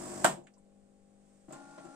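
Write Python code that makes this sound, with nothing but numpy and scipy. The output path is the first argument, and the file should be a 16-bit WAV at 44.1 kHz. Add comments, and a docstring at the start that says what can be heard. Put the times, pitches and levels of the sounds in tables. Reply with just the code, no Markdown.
"""A coffee machine finishes a cup, heard from close by in a small room.
Its vibrating pump buzzes over the mains hum until a valve shuts with a loud clunk that rings the
housing. A soft knock follows, the last drops fall and a faint hiss swells. Then a geared motor
starts and moves the brewing unit, which knocks softly inside the housing as its latch clicks."""
import sys
import numpy as np
from scipy import signal
from scipy.fft import rfft, irfft
from scipy.io import wavfile

SR = 44100
rng = np.random.default_rng(int(sys.argv[2]) if len(sys.argv) > 2 else 0)


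def digitize_waveform(pressure):
    """Quantize a signal to 16-bit integers and store it at the path in sys.argv[1].

    Rows of a 2-D input are taken as channels; values are limited to [-1, 1].
    """
    field = np.atleast_2d(pressure).T
    bounded = np.clip(field, -1, 1)
    quanta = np.round(bounded * 32767).astype(np.int16)
    wavfile.write(sys.argv[1], SR, quanta)


N = 85995
T = np.arange(N) / SR
HZ = np.fft.rfftfreq(N, 1 / SR)
MAINS_HZ = 49.95
LEFT_RIGHT = np.array([[.5], [-.5]])  # shares a difference between the two channels


def amp(db):
    """Amplitude ratio of a level in decibels."""
    return 10 ** (np.asarray(db) / 20)


def unit(x):
    """Normalisation to rms 1."""
    return x / np.sqrt(np.mean(x ** 2) + 1e-20)


def read(points, hz=HZ):
    """Interpolation on a logarithmic frequency axis."""
    f, value = np.transpose(points)
    return np.interp(np.log(hz + 1), np.log(f + 1), value)


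def sides(pan_db):
    """Constant-power panning: two gains from a left-minus-right level."""
    gains = amp(LEFT_RIGHT * pan_db)
    return gains / np.sqrt(np.mean(gains ** 2, 0))


def noise(colour_db, envelope=1):
    """Source and filter: partly coherent stereo noise excites a minimum-phase filter of rms gain 1."""
    # Each row: frequency in Hz, left-right correlation from 0 to 1.
    likeness = [(40,0),(150,.95),(600,0.2),(1500,0.2),(4000,0.3),(12000,.3)]
    like = np.clip(read(likeness), 0, 1)
    left, independent = rfft(rng.standard_normal((2, N)) * envelope)
    right = like * left + np.sqrt(1 - like ** 2) * independent
    gain = np.maximum(unit(amp(colour_db)), 1e-5)
    causal_cepstrum = irfft(np.log(gain), N) * (1 + np.sign(np.fft.fftfreq(N)))
    return irfft(np.array([left, right]) * np.exp(rfft(causal_cepstrum)), N)


def drift(rate_hz):
    """Low-pass noise: a random wander of rms 1."""
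    return unit(irfft(rfft(rng.standard_normal(N)) * np.exp(-(HZ / rate_hz) ** 2), N))


def strike(start, rise, t60):
    """Impact envelope: a quick rise, then exponential decay."""
    age = np.maximum(T - start, 0)
    return (1 - np.exp(-age / rise)) * np.exp(-np.log(1000) * age / t60)


def ring(start, hz, rise, t60):
    """A damped mode of wavering amplitude, reaching the two ears slightly out of phase."""
    phase = 2 * np.pi * rng.random() + 0.35 * rng.choice([-1, 1]) * LEFT_RIGHT
    return strike(start, rise, t60) * (1 + 0.24 * drift(75)) * np.sin(2 * np.pi * hz * T + phase)


def pump():
    """Forced vibration: a mains-driven piston buzzes and pushes hissing spurts until the valve shuts."""
    # Each row: multiple of the mains frequency, level in dB at mid-run.
    harmonics = [(1,-65.5),(2,-60.5),(3,-57.5),(4,-49),(5,-52),(6,-54.5),(7,-50),(9,-64.5),(10,-63),(11,-57),(12,-52.5),(13,-54.5),(15,-55),(17,-64),(20,-61.5),(22,-64)]
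    # Rattle and flow noise. Each row: frequency in Hz, relative spectral density in dB.
    flow = [(30,-16.5),(90,-13),(160,-9),(350,1),(450,-7.5),(680,-7),(1000,-8),(1600,-13.5),(2500,-20.5),(4000,-24.5),(5200,-17.5),(6500,-17),(7700,-6.5),(9000,-14.5),(10000,-31.5),(13000,-32),(15500,-38.5)]
    stop_s, rise_db_per_s, fade_db_per_s = .26, 4, 189.5
    buzz = sum(amp(db) * (1 + 0.076 * drift(4.9)) * np.cos(2 * np.pi * (k * MAINS_HZ * T + rng.random()))
               for k, db in harmonics)
    strokes = 1 + 0.13 * np.cos(2 * np.pi * MAINS_HZ * T)
    spurts = amp(-45) * noise(read(flow), strokes)
    rise_db = rise_db_per_s * (np.minimum(T, stop_s) - stop_s / 2)
    fade_db = fade_db_per_s * np.maximum(T - stop_s, 0)
    return (buzz + spurts) * amp(rise_db - fade_db)


def hum():
    """Superposition: mains harmonics, loosely in phase, add up to a purr."""
    # Each row: frequency in Hz (rounded below to a mains harmonic), relative level in dB.
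    partials = [(199.2, -67.5), (247.6, -77), (301.5, -79.5), (349.9, -83.5), (398.4, -81), (446.8, -82),
                (500.6, -79), (549.1, -76), (597.5, -87), (651.4, -88.5), (699.8, -89), (748.3, -92),
                (796.7, -80.5), (1098, -97.5)]
    purr = 0
    for hz, db in partials:
        level = amp(db) * (1 + .08 * drift(5.5))
        phase = 1.1 * (rng.standard_normal() + .15 * drift(6))
        purr += level * np.cos(2 * np.pi * round(hz / MAINS_HZ) * MAINS_HZ * T + phase)
    return amp(4) * sides(pan_db=4) * purr


def room_noise():
    """Stationary noise: the quiet, low background of the room."""
    # Each row: frequency in Hz, relative spectral density in dB.
    background = [(20,-4),(55,-16.5),(123,-15.5),(198,-9.5),(347,-19),(542,-18),(802,-23.5),(923,-29),(1300,-31),(4000,-38),(6000,-37),(7700,-29),(8800,-31),(10300,-48.5),(12500,-52),(14000,-64.5)]
    return amp(-68.5) * noise(read(background))


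def valve_clunk():
    """Impact excitation: the valve slams and rebounds, leaving ringing tones and a reverberant tail."""
    # The strike and its rebounds. Each row: start in seconds, relative level in dB.
    blows = [(0.2424,-8.5),(0.2446,-2.5),(0.2448,-1),(0.2516,-4),(.261,-11.5)]
    # Each row: frequency in Hz, relative spectral density in dB.
    crack_spectrum = [(40,-42.5),(110,-30),(150,-7.5),(450,-11),(680,-2),(1100,-5),(1550,-4.5),(2200,-14),(3200,-14.5),(4300,-19.5),(6300,-19),(7700,-6),(9300,-15.5),(10800,-35),(12500,-25),(14500,-30),(16000,-51)]
    # The housing's ringing tones, plus a thin high ring of the microphone port near 8.7 kHz.
    # Each row: frequency in Hz, relative level in dB, 60 dB decay time in seconds.
    clunk_rings = [(145.4,-18,.4),(190,-13.5,.3),(268,-15,.17),(325,-10.5,.15),(363.3,-9.5,0.2),(534.4,-12.5,.15),(621.4,-2,0.094),(661.6,1,0.094),(735,-0.5,0.099),(933.5,-6,0.11),(1033,-14,0.17),(1195,-17.5,.11),(1355,-10.5,0.064),(1405,-7,.13),(1549,-2,0.078),(1616,-7.5,0.074),(1828,-14,0.15),(3028,-20.5,0.13),(3270,-16.5,.11),(5750,-29,0.19),(8650,-20.5,.2),(8670,-20,0.14)]
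    # Housing and room. Each row: frequency in Hz, 60 dB decay time in seconds.
    reverberation = [(100,0.41),(250,.42),(600,0.37),(1400,.2),(3000,.23),(8000,.21),(14000,.19)]
    start = blows[1][0]
    rings = sum(amp(db) * ring(start, hz, 0.0014 * (700 / hz) ** 1.9, t60)  # low tones bloom late
                for hz, db, t60 in clunk_rings)
    band_hz, frame_s, bands = signal.stft(noise(read(crack_spectrum)), SR, nperseg=512)
    decay = np.exp(-np.log(1000) * np.maximum(frame_s - start, 0) / read(reverberation, band_hz)[:, None])
    tail = signal.istft(bands * decay, SR)[1][:, :N] * np.clip((T - start) / .012, 0, 1)
    low_cut = signal.butter(4, 125, "high", fs=SR, output="sos")
    body = signal.sosfilt(low_cut, amp(-18.5) * rings + amp(-22.5) * tail)
    impacts = sum(amp(db) * strike(s, rise=0.00013, t60=0.032) for s, db in blows)
    cracks = amp(-20) * noise(read(crack_spectrum), impacts)
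    return (cracks + body) * sides(pan_db=-0.43)


def brewing_unit():
    """Damped free vibration: each dull knock rings one panel; the latch clicks as the gears take up."""
    # Each row: start in seconds, level in dB, rise and 60 dB decay times in seconds,
    # tilt in dB per octave, panel frequency in Hz, panel level in dB.
    knocks = [(0.367,-48.5,0.0092,0.22,-4.5,349,-45.5),(1.483,-51,.0007,.15,-3,302.5,-49),(1.503,-48,.002,0.13,-1,610,-45.5),(1.524,-45.5,0.003,0.32,0,1054,-53),(1.778,-44,.003,.18,-0.5,611.4,-46),(1.842,-44.5,0.0082,.2,-2.5,340,-42.5)]
    # Each row: start in seconds, level in dB, 60 dB decay time in seconds.
    clicks = [(1.49,-61.5,.12),(1.523,-48.5,0.16),(1.842,-60,0.16)]
    # Each row of both spectra: frequency in Hz, relative spectral density in dB.
    knock_spectrum = [(40,-71),(100,-26),(150,-3),(220,-7),(330,-0.5),(440,-12),(620,-4),(820,-5.5),(950,-14.5),(1100,-14),(1700,-18.5),(2600,-25),(5000,-29.5),(8000,-33.5),(10500,-48),(16000,-60)]
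    latch_spectrum = [(500,-25.5),(3000,-15),(6200,-3.5),(7400,12),(9200,-4),(10500,-29),(14000,-13),(16000,-42)]
    octaves = np.log2(np.maximum(HZ, 100) / 500)
    sound = 0
    for start, db, rise, t60, tilt, panel_hz, panel_db in knocks:
        sound += amp(db) * noise(read(knock_spectrum) + tilt * octaves, strike(start, rise, t60))
        sound += amp(panel_db) * ring(start, panel_hz, rise, t60)
    for start, db, t60 in clicks:
        sound += amp(db) * noise(read(latch_spectrum), strike(start, 0.00092, t60))
    return sound


def drops():
    """Band-limited transients: the last drops tick faintly under the spout."""
    # Each row: start in seconds, level in dB, centre in Hz, quarter of the -6 dB bandwidth in octaves.
    drips = [(.438,-68,7200,0.081),(.469,-57,1800,0.42),(.468,-64,7500,0.1),(.537,-67,6000,0.2),(0.566,-63.5,870,0.25),(0.58,-65.5,8000,0.091)]
    ticks = 0
    for start, db, hz, width in drips:
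        band_db = -20 * np.log10(1 + (np.log2((HZ + 1) / hz) / (2 * width)) ** 4)
        ticks += amp(db) * noise(band_db, strike(start, rise=0.00048, t60=0.094))
    return ticks


def faint_hiss():
    """Broadband noise under a slow envelope: a hiss swells before the motor starts, then holds."""
    # Each row: time in seconds, level in dB.
    swell = [(.6,-100),(1.15,-81.5),(1.3,-74.5)]
    # Each row: frequency in Hz, relative spectral density in dB.
    spectrum = [(200,-9),(1500,-1.5),(4000,-8.5),(6500,-2.5),(8500,5),(10300,-17.5),(15000,-25.5)]
    return noise(read(spectrum), amp(np.interp(T, *np.transpose(swell))))


def motor():
    """Rotational harmonics: shaft and gear tones follow a speed that sags under load, over tooth noise."""
    # Each row: time in seconds, shaft speed in turns per second.
    speed = [(1.48,46.1),(1.525,55.02),(1.57,56.64),(1.64,56.1),(1.76,56.5),(1.81,55.72),(1.88,53.97),(1.95,56)]
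    # Each row: multiple of the shaft speed, level in dB.
    orders = [(5,-56),(6,-62.5),(11,-64),(13,-76.5),(14,-61),(15,-58),(19,-86),(20,-72),(25,-60),(26,-69),(32,-76)]
    # Each row: frequency in Hz, relative spectral density in dB.
    gear_spectrum = [(35,-38.5),(110,-27),(150,-4),(360,-2.5),(420,-23.5),(600,2),(740,-6),(950,-11),(1070,-5.5),(1410,-15),(1950,-17),(3300,-22),(8700,-15.5),(10300,-31),(12600,-45),(15500,-51)]
    start_s, rise_s = 1.485, 0.044
    turns = np.cumsum(np.interp(T, *np.transpose(speed))) / SR
    tones = 0
    for order, db in orders:
        level = amp(db) * (1 + 0.041 * drift(30))
        tones += level * np.cos(2 * np.pi * (order * turns + rng.random()) + 0.28 * drift(15))
    teeth = amp(-59.5) * (1 + 0.18 * np.cos(2 * np.pi * turns)) * noise(read(gear_spectrum))
    return (tones + teeth) * np.clip((T - start_s) / rise_s, 0, 1)


def scene():
    """Linear superposition: the sounds of the machine add to the noise of the room."""
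    background = room_noise() + faint_hiss()
    pouring = pump() + hum() + valve_clunk() + drops()
    return pouring + (motor() + brewing_unit() + background) * sides(pan_db=2)


def record(dry):
    """Linear filtering: two microphone ports add their own colour and delay, then the band is limited."""
    # Each row: frequency in Hz, left-minus-right level in dB.
    port_pan = [(60,5),(150,1),(330,7.5),(520,-1.5),(650,-0.5),(1000,3.5),(1400,0.5),(3200,-3),(6200,-4.5),(7300,-11.5),(8200,-0.5),(9000,5),(10200,-1)]
    # Each row: frequency in Hz, phase lead of the left port in radians.
    port_phase = [(30,-0.41),(170,-.35),(430,-1.0),(850,-0.98),(1900,-0.98),(4000,-1.9),(9000,-1.1)]
    hz = np.fft.rfftfreq(2 * N, 1 / SR)
    ports = sides(read(port_pan, hz)) * np.exp(1j * LEFT_RIGHT * read(port_phase, hz))
    heard = irfft(rfft(dry, 2 * N) * ports)[:, :N]
    low_pass = signal.firwin(511, 15700, window=("kaiser", 9), fs=SR)
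    return signal.oaconvolve(heard, low_pass[None], "same")


dry = scene()
out = record(dry)
digitize_waveform(out)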